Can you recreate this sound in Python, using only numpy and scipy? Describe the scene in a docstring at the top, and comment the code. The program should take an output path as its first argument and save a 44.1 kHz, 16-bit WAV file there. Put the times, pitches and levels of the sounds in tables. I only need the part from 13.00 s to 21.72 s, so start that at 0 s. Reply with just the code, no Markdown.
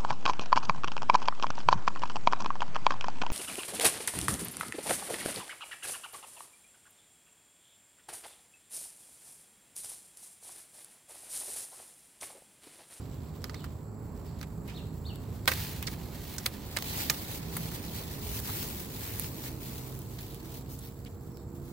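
"""Outdoors at a clump of sugar cane, on a stereo pair of microphones. Close by, a cane is cut at the foot
with hand shears and pulled out: the blades click, the stalk cracks fibre by fibre and rings briefly,
and its long dry leaves stick, slip and crackle past their neighbours as it is carried off over grass.
Around it small birds whistle and insects hiss; far traffic rumbles in a light wind."""
import sys
import numpy as np
from scipy import signal
from scipy.fft import rfft, irfft, next_fast_len
from scipy.io import wavfile
from scipy.ndimage import uniform_filter1d, map_coordinates

SR = 44100
rng = np.random.default_rng(int(sys.argv[2]) if len(sys.argv) > 2 else 0)


def pcm_store(signal):
    """Save signal as 16-bit PCM."""
    levels = np.round(np.clip(np.atleast_2d(signal), -1, 1) * 32767)
    wavfile.write(sys.argv[1], SR, levels.astype(np.int16).T)


N = 384552

# Spectra of a dry leaf's crack and of fine splinters. 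Each row: frequency in Hz, relative level in dB.
CRACK_SPECTRUM = [(250, -46), (600, -8), (1400, 3.5), (2400, -2), (4300, 1), (6200, 0.5), (8500, 2.5),
                  (16000, -20)]
SPLINTER_SPECTRUM = [(3000, -28), (6500, -7), (8500, -1), (12000, 0), (16000, 0)]


def amp(db):
    return 10 ** (np.asarray(db) / 20)


def unit_rms(x):
    return x / np.sqrt(np.mean(x ** 2) + 1e-20)


def unit_energy(pair):
    """A stereo hit scaled so that its mid has unit energy."""
    return pair / np.linalg.norm(pair.mean(0))


def along(points, hz):
    """Rows of (Hz, value) interpolated on a log frequency axis."""
    knots_hz, values = np.transpose(points)
    return np.interp(np.log(hz + 1), np.log(knots_hz + 1), values)


def curves(rows):
    """One value per sample for each column after the time."""
    times, *columns = np.transpose(rows)
    return [np.interp(np.arange(N) / SR, times, column) for column in columns]


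def noise(size=N):
    """Two unrelated white noises."""
    return rng.standard_normal((2, size))


def wobble(rate):
    """A smooth random curve, rate knots a second."""
    return map_coordinates(rng.standard_normal(int(N * rate / SR) + 4), [np.arange(N) * rate / SR])


def swell(peak_s, rise, fall):
    """A gain that builds to 1 at peak_s and dies away."""
    drop_db, roundness = 5.5, 1.51  # the drop is reached one rise or fall time from the peak
    t = np.arange(N) / SR - peak_s
    away = np.minimum(np.abs(t) / np.where(t < 0, rise, fall), 10)
    return amp(-drop_db * away ** roundness)


def add(track, start, sound):
    """Mix a sound into a track at start seconds."""
    part = track[..., max(round(start * SR), 0):][..., :sound.shape[-1]]
    part += sound[..., :part.shape[-1]]


def filtered(x, response):
    """x through a response given as a function of Hz."""
    size = x.shape[-1]
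    padded = next_fast_len(size + 8192)
    return irfft(rfft(x, padded) * response(np.fft.rfftfreq(padded, 1 / SR)), padded)[..., :size]


def resonance(x, hz, q):
    """x through one damped resonance of stalk or leaf."""
    return filtered(x, lambda f: 1j * f * hz / q / (hz * hz - f * f + 1j * f * hz / q))


def struck(x, spectrum, size=1024):
    """x through a causal filter of unit energy, so that attacks stay sharp."""
    cepstrum = irfft(np.log(amp(along(spectrum, np.fft.rfftfreq(size, 1 / SR)))))
    causal = 2 * cepstrum[:size // 2] * (np.arange(size // 2) > 0)
    response = irfft(np.exp(rfft(causal, size)))
    return signal.fftconvolve(x, response[None] / np.linalg.norm(response), axes=1)[:, :x.shape[1]]


def spread(pair, spectrum):
    """Two unrelated signals become one coloured stereo sound, wider towards the treble."""
    # How alike the microphones hear it. Each row: frequency in Hz, likeness from 0 to 1.
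    likeness = [(60, .98), (150, .96), (350, .75), (1400, .75), (3000, .6), (6000, .45), (12000, .35)]
    # Its balance. Each row: frequency in Hz, left minus right in dB.
    balance = [(60, -4), (110, -1), (200, -4), (380, -7), (700, -2), (1290, -11), (2380, -5.5), (4400, -5),
               (8120, -0.5), (15000, 7.5)]

    def mid_and_side(hz):
        angle = np.arccos(np.clip(along(likeness, hz), -1, 1)) / 2
        return amp(along(spectrum, hz)) * [np.cos(angle), np.sin(angle)]

    mid, side = filtered(pair, mid_and_side)
    stereo = np.array([mid + side, mid - side]) / np.std(mid)
    return filtered(stereo, lambda hz: amp(along(balance, hz) * np.array([[.5], [-.5]])))


def traffic_and_wind():
    """Far traffic rumbles under the soft roar of road and wind."""
    # Each row: time in seconds, relative levels of rumble and roar in dB.
    levels = [(0, -43, -48), (2.9, -40, -47.5), (3.2, -44, -48.5), (4.6, -42.5, -45), (5.6, -41, -46),
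              (6.3, -44.5, -47), (8.72, -43.5, -50)]
    # Their spectra. Each row: frequency in Hz, relative level in dB.
    rumble_spectrum = [(20, -34), (32, -25), (48, -1), (75, 0), (105, 0), (160, -4), (230, -13), (400, -40),
                       (900, -90)]
    roar_spectrum = [(25, -9), (80, -5), (230, 1.5), (400, -4.5), (620, -10.5), (1000, -14), (1500, -24.5),
                     (2500, -34), (6000, -75), (16000, -45)]
    rumble_db, roar_db = curves(levels)
    rumble = amp(rumble_db - 1.0 + 0.87 * wobble(8.6)) * spread(noise(), rumble_spectrum)
    roar = amp(roar_db - 0.5 + .8 * wobble(4)) * spread(noise(), roar_spectrum)
    return rumble + roar


def engine(course, orders, waver_db, drift):
    """A far engine: multiples of its firing rate, each wavering on the way through the air."""
    firing_hz, level_db = curves(course)
    phase = 2 * np.pi * np.cumsum(firing_hz * (1 + drift * wobble(8))) / SR
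    return sum(amp(level_db + db + waver_db * wobble(4)) * np.sin(k * phase) for k, db in orders)


def far_engines():
    """One engine idles and fades; a second comes up and gathers speed."""
    # Their courses. Each row: time in seconds, firing rate in Hz, gain in dB.
    idling = [(0, 52.41, 2), (2.2, 52.5, 1), (3.3, 52.27, -3.5), (5.3, 51.9, 0.5), (6.5, 52.13, -9.5),
              (8.72, 51.85, -13)]
    passing = [(0, 63.6, -20), (4, 63.98, -16), (6.5, 64.3, 1), (7.4, 65.33, 0.5), (8.1, 66.5, 0),
               (8.72, 68.6, 1.5)]
    # Their tones. Each row: multiple of the firing rate, level in dB before that gain.
    idling_orders = [(1.5, -49.5), (2, -48.5), (3, -55.5), (4, -59.5), (5, -58.5), (7, -69.5), (8, -59)]
    passing_orders = [(2, -48), (3, -60), (4, -58.5), (5, -56.5), (6, -59.5), (7, -57.5)]
    return (engine(idling, idling_orders, waver_db=3.5, drift=0.00385)
            + engine(passing, passing_orders, waver_db=3.0, drift=0.00401))


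def drone(hz=159):
    """A low, unsteady tone swells and fades twice."""
    # Each row: time of the peak, rise and fall in seconds, level in dB.
    swells = [(1.9, 1.1, 0.74, -45), (4.5, 0.14, 0.31, -41)]
    level = sum(amp(db) * swell(peak_s, rise, fall) for peak_s, rise, fall, db in swells)
    level *= amp(2.5 * wobble(9))
    pitch_hz = hz * (1 + 0.0203 * wobble(16))
    return level * np.sin(2 * np.pi * np.cumsum(pitch_hz) / SR)


def insects():
    """Insects hiss steadily in two high bands."""
    # Each row: time in seconds, level in dB.
    levels = [(0, -69), (2.4, -69), (7, -70), (8.72, -71)]
    # Each row: frequency in Hz, relative level in dB.
    spectrum = [(3000, -48), (4400, -10.5), (6000, -23), (6600, -29), (7250, -2), (7800, -0.5), (8500, -27),
                (11000, -55)]
    level_db, = curves(levels)
    return amp(level_db + 0.92 * wobble(25)) * spread(noise(), spectrum)


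def bird(calls, contour, echo_db, flutter_db, echo_t60=0.44):
    """Gliding whistles with a flutter, smeared by echoes from the field's edge."""
    song = np.zeros(N)
    share, glide, glide_db = np.transpose(contour)
    for start, length, top_hz, end_hz, db in calls:
        progress = np.linspace(0, 1, int(length * SR))
        hz = end_hz + (top_hz - end_hz) * uniform_filter1d(np.interp(progress, share, glide), size=300)
        level = amp(db + np.interp(progress, share, glide_db)) * signal.windows.tukey(len(progress), .15)
        add(song, start, level * np.sin(2 * np.pi * np.cumsum(hz) / SR))
    song *= amp(flutter_db * wobble(250))
    t = np.arange(SR // 2) / SR
    tail = noise(len(t)) * amp(-60 * t / echo_t60)
    echo = signal.fftconvolve(song[None], tail / np.linalg.norm(tail[0]), axes=1)[:, :N]
    return song * amp([[-1], [1]]) + amp(echo_db) * echo


def birds():
    """A near bird's arched chirps and a far bird's falling calls."""
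    # Each row: start and length in seconds, top and end pitch in Hz, relative level in dB.
    near_chirps = [(0.543, 0.083, 4460, 2860, -56), (1.73, 0.08, 4360, 2650, -53.5),
                   (2.039, .086, 4610, 2670, -51)]
    far_calls = [(1.215, .10, 5900, 3950, -68), (8.295, .115, 5800, 3450, -70)]
    # One call's shape. Each row: share of its length, pitch from end (0) to top (1), gain in dB.
    arched = [(0, -.15, -22), (.17, .48, -3), (.32, .92, -3), (.43, 1, -1), (.56, .55, -1), (.68, .18, -5),
              (.84, .04, -3), (1, -.04, -16)]
    falling = [(0, .75, -14), (.25, 1, -10), (.4, .95, -7), (.6, .5, 0), (.8, .15, -3), (1, 0, -12)]
    return (bird(near_chirps, arched, echo_db=1, flutter_db=4.5)
            + bird(far_calls, falling, echo_db=5, flutter_db=5))


def rustle_levels():
    """Scrape and hiss in dB: the power of every stroke of leaf over leaf adds to the stir of the clump."""
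    # The shaken clump stays astir, then settles as the cane is carried off.
    # Each row: time in seconds, relative levels of scrape and hiss in dB.
    stir = [(0, -83, -72.5), (2.4, -75, -64.5), (2.55, -62, -63), (4.5, -53.5, -74), (7, -61, -53.5),
            (7.5, -62, -60.5), (8.3, -74.5, -65.5), (8.72, -78, -70)]
    # Each row: time of the peak, rise and fall in seconds, relative scrape in dB, hiss over it in dB.
    strokes = [(0.02, 0.057, .15, -59.5, -3.5), (0.34, 0.075, 0.061, -64.5, -2),
               (0.62, 0.24, 0.11, -62, -5.5), (1.37, 0.16, 0.11, -63, -5), (1.7, 0.034, 0.14, -59.5, -6),
               (2.35, .2, 0.19, -64.5, -6), (2.5, 0.014, 0.11, -43, -0.5), (2.63, 0.042, 0.085, -45, 0.5),
               (2.92, 0.16, 0.026, -52, 1), (3.32, 0.27, .18, -54, 2), (4.01, 0.18, 0.12, -41, 2),
               (4.36, 0.21, 0.033, -47.5, 4), (4.6, 0.097, 0.16, -50.5, 5), (4.75, 0.019, 0.015, -46, 4),
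               (4.98, 0.29, 0.23, -52, 3), (5.57, 0.28, 0.24, -46.5, 6.5), (6.15, 0.13, 0.14, -50.5, 7),
               (6.46, 0.066, 0.031, -49, 5.5), (6.74, 0.19, 0.16, -54.5, 4), (7.22, 0.079, .12, -56.5, 1),
               (7.56, 0.069, 0.043, -60, 7), (7.72, .015, 0.036, -62, 12), (7.859, 0.037, 0.027, -55, 3.5),
               (8.56, 0.016, 0.019, -67, 8.5), (8.7, .06, .05, -63.5, 5.5)]
    scrape, hiss = amp(curves(stir)) ** 2
    for peak_s, rise, fall, db, bright_db in strokes:
        power = (amp(db) * swell(peak_s, rise, fall)) ** 2
        scrape += power
        hiss += power * amp(bright_db) ** 2
    uneven_db = 1.6 * wobble(22)  # leaves catch and let go
    return 10 * np.log10(scrape) + uneven_db, 10 * np.log10(hiss) + uneven_db


def slips(rate, scatter_db, life_s, smooth_share):
    """Tiny stick-slip releases of uneven size, rate a second, over a share of smooth sliding."""
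    sizes = amp(scatter_db * np.minimum(rng.standard_normal(N), 2))
    releases = (rng.random(N) < rate / SR) * sizes ** 2
    energy = signal.lfilter([1], [1, -np.exp(-1 / (life_s * SR))], releases) / rate
    return noise() * np.sqrt(smooth_share + (1 - smooth_share) * energy / energy.mean())


def patchy(pair, depth_db):
    """Each stretch of leaf rubs with its own colour."""
    spectra = signal.stft(pair, nperseg=512)[2]
    patches = uniform_filter1d(rng.standard_normal(spectra.shape[1:]), size=8, axis=0)
    patches = uniform_filter1d(patches, size=12, axis=1)
    return signal.istft(spectra * amp(depth_db * unit_rms(patches)), nperseg=512)[1][:, :N]


def sliding_leaves(scrape_db, hiss_db, flex_db=-8.5):
    """Rough leaves bend and slide over each other: the harder the pull, the denser the slips."""
    # Each row of these spectra: frequency in Hz, relative level in dB.
    scrape_spectrum = [(700, -10.5), (1300, -5.5), (1900, 2.5), (3000, 1.5), (4300, 3), (6000, -7),
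                       (7500, -13), (10000, -23), (16000, -51)]
    hiss_spectrum = [(3000, -20), (6500, -6.5), (9500, -7), (12300, -2), (13700, -2), (15600, 2),
                     (17000, -14.5)]
    flex_spectrum = [(250, -2), (550, -2), (900, 2.5), (1350, -20), (2000, -21), (4000, -52)]
    # The leaves pass nearer the left microphone. Each row: time in seconds, its lead in seconds.
    left_lead = [(0, 0), (3.6, 0), (4.1, .00045), (6.2, .00042), (7.2, .00027), (8.72, .0002)]
    slip_rate = 1000 * amp(.4 * np.clip(scrape_db + 50, -12, 10))
    friction = slips(slip_rate, scatter_db=4.5, life_s=.0015, smooth_share=.5)
    scrape = amp(scrape_db - 2.82) * spread(patchy(friction, depth_db=0.84), scrape_spectrum)
    hiss = amp(hiss_db - 0.4) * spread(patchy(friction, depth_db=0.94), hiss_spectrum)
    bending = slips(slip_rate, scatter_db=5.0, life_s=.004, smooth_share=0.41)
    flex = amp(scrape_db + flex_db) * spread(bending, flex_spectrum)
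    left, right = scrape + hiss + flex
    lead_s, = curves(left_lead)
    lead_s *= 1 + .22 * wobble(40)  # contacts hop from leaf to leaf
    return np.array([left, map_coordinates(right, [np.arange(N) - lead_s * SR], order=5)])


def leaf_crackle(hiss_db, per_second=22, t60=0.018):
    """Now and then a sliding leaf buckles with a tiny crack of its own."""
    buckles = (rng.random(N) < per_second / SR) * amp(4 * np.minimum(rng.standard_normal(N), 1.5))
    decay = amp(-60 * np.arange(600) / SR / t60)
    grains = noise() * signal.fftconvolve(buckles, decay)[:N]
    return amp(hiss_db + 4) * (struck(grains, SPLINTER_SPECTRUM) + .7 * struck(grains, CRACK_SPECTRUM))


def fracture(t60, tail_db, tail_t60, size=6000):
    """A spiky burst, then its scatter off the ground and nearby stalks."""
    t = np.arange(size) / SR
    spikes = (noise(size)[0] + .95 * noise(size)) * amp(3.5 * rng.standard_normal(size))
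    scatter = noise(size) * amp(tail_db - 60 * t / tail_t60)
    return unit_energy(spikes * amp(-60 * t / t60) + scatter)


def leaf_ticks():
    """Stiff, dry leaf edges catch and flick free."""
    # Each row: start in seconds, relative level and relative treble in dB, left minus right in dB.
    flicks = [(0.4192, -38, -22, -8), (1.679, -46, -3, 7), (2.158, -35, -8, 2.5), (2.457, -26, -14, -2.5),
              (2.5365, -17.5, -13, 2), (2.8264, -21.5, -10, 1), (3.7873, -19, -14, -1),
              (3.8238, -17, -15, 3), (5.4, -29, -3, -3), (5.7015, -30.5, -7, 15), (6.197, -25.5, -2, -9),
              (6.244, -25, -14, -5), (6.8777, -43, 0, 0.5), (6.9906, -39, -1, 0), (7.345, -37.5, -6, -10),
              (7.5184, -44, -6, -0.5), (8.05, -37, -12, -8), (8.3713, -39, -15, -16)]
    out = np.zeros((2, N))
    for start, db, treble_db, pan_db in flicks:
        flick = fracture(t60=.008, tail_db=-22, tail_t60=.05)
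        tick = struck(flick, CRACK_SPECTRUM) + amp(treble_db + 14.5) * struck(flick, SPLINTER_SPECTRUM)
        add(out, start, amp(db + 5.5) * tick * amp([[pan_db / 2], [-pan_db / 2]]))
    return out


def fibre_crunches():
    """Fibres are crushed and leaf edges rasp: many give way within a moment, in one broad resonance."""
    # Each row: time of the peak and length in seconds, centre in Hz, relative level in dB.
    crunches = [(1.432, 0.014, 2000, -50), (1.694, 0.036, 2330, -49), (2.83, 0.014, 2370, -42),
                (2.878, 0.012, 1840, -37.5), (2.874, 0.011, 4600, -33.5), (2.939, .012, 2000, -50),
                (5.489, 0.02, 910, -43), (5.584, 0.1, 3020, -50), (6.071, 0.17, 2050, -51.5),
                (6.468, 0.03, 2200, -49.5), (7.791, 0.0064, 8950, -46.5), (8.065, 0.015, 2700, -50.5)]
    out = np.zeros((2, N))
    t = np.arange(-SR // 4, SR // 4) / SR
    for peak_s, length, hz, db in crunches:
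        fibres = (noise(len(t))[0] + 2.3 * noise(len(t))) * amp(5.5 * rng.standard_normal(len(t)))
        crunch = unit_rms(resonance(resonance(fibres, hz, q=2.2), hz, q=0.11))
        envelope = np.exp(-(t / length / np.where(t < 0, .45, .9)) ** 2)  # rises faster than it settles
        add(out, peak_s + t[0], amp(db) * crunch * envelope)
    return out * amp([[-2], [1.5]])


def stalk_ring(size=6000):
    """The stalk's modes, a little different at each crack and at each microphone."""
    # Each row: frequency in Hz, relative level in dB, seconds to fall by 60 dB.
    modes = [(525, -7, 0.076), (1228, -7.5, 0.11), (1580, -13.5, 0.068), (1750, -3.5, 0.036),
             (1960, 6, 0.019), (2145, -5, 0.057), (3100, -12, 0.062), (3610, -16, .05), (3920, -11, .06),
             (6210, -24, 0.031)]
    t = np.arange(size) / SR
    ring = np.zeros((2, size))
    for hz, db, t60 in modes:
        envelope = amp(db + 2 * rng.standard_normal() - 60 * t / t60)
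        ring += envelope * np.sin(2 * np.pi * hz * t + 0.58 * rng.standard_normal((2, 1)))
    return unit_energy(ring)


def cane_cracks():
    """Each crack of stalk or shears knocks and rings the cane, snaps its hard rind and throws splinters."""
    # Each row: start in seconds, knock in Hz and dB, snap in Hz and dB, splinters in dB,
    # seconds for the burst to fall by 60 dB. Levels are relative.
    cracks = [(0.442, 1530, -14.5, 5270, -11, -18, 0.013), (0.4955, 1310, -18, 4440, -18.5, -42, 0.028),
              (0.5438, 1950, -17, 4430, -17, -28, 0.022), (0.642, 1340, -16.5, 4260, -24, -26, 0.054),
              (1.413, 1800, -20, 4230, -17.5, -26, 0.01), (1.4284, 1790, -18, 4700, -22.5, -26, 0.01),
              (2.4765, 2130, 4.5, 3450, -7, -6, 0.023), (2.4802, 1850, 4, 3600, 2, -2, 0.046),
              (2.5164, 2040, -2.5, 4400, -9, -10, 0.039), (3.3824, 1480, -18, 6060, -6.5, -34, 0.031),
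              (3.459, 2230, -8.5, 4500, -13, -5.5, 0.069), (3.462, 2350, -7.5, 3850, 2, -16, 0.014),
              (3.7649, 2020, -6.5, 4700, -16, -14, 0.026), (3.7701, 1960, -2.5, 3370, -2.5, -34, 0.0084),
              (4.0987, 2220, 0, 4500, 5, -23, 0.0089), (4.101, 2110, -3.5, 7050, 1, -2, 0.028),
              (4.567, 1130, -11.5, 4200, -15, -8, 0.045), (7.1878, 1877, -27, 4080, -19.5, -38, 0.046)]
    out = np.zeros((2, N))
    for start, knock_hz, knock_db, snap_hz, snap_db, splinter_db, t60 in cracks:
        burst = fracture(t60, tail_db=-19, tail_t60=.07)
        knock = unit_energy(resonance(resonance(burst, knock_hz, q=2.6), knock_hz, q=.55))
        snap = unit_energy(resonance(resonance(burst, snap_hz, q=3.3), snap_hz, q=0.12))
        splinters = amp(splinter_db + 2) * unit_energy(struck(burst, SPLINTER_SPECTRUM))
        recoil = fracture(t60=0.068, tail_db=-14, tail_t60=0.12)  # the heavy stalk springs back
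        thud = unit_energy(resonance(recoil, hz=784, q=0.34))
        stalk = amp(-3) * knock + amp(-8) * stalk_ring() + amp(-5.5) * thud
        body = amp(knock_db - 1.5) * stalk + amp(snap_db - 4) * snap
        add(out, start, body * amp([[-3], [2.5]]) + splinters * amp([[2], [-2]]))
    return out


def scene():
    """Everything as it reaches the two microphones."""
    song = birds()
    scrape_db, hiss_db = rustle_levels()
    leaves = sliding_leaves(scrape_db, hiss_db) + leaf_crackle(hiss_db)
    cane = cane_cracks() + fibre_crunches() + leaf_ticks()
    air = traffic_and_wind()
    motors = (far_engines() + drone()) * amp([[-1.5], [1.5]])  # a little to the right
    return air + motors + insects() + song + leaves + cane


def record(dry):
    """The recorder keeps nothing above its band limit."""
    limit_hz = 15850
    return filtered(dry, lambda hz: 1 / np.sqrt(1 + np.minimum(hz / limit_hz, 2) ** 300))


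dry = scene()
out = record(dry)
pcm_store(out)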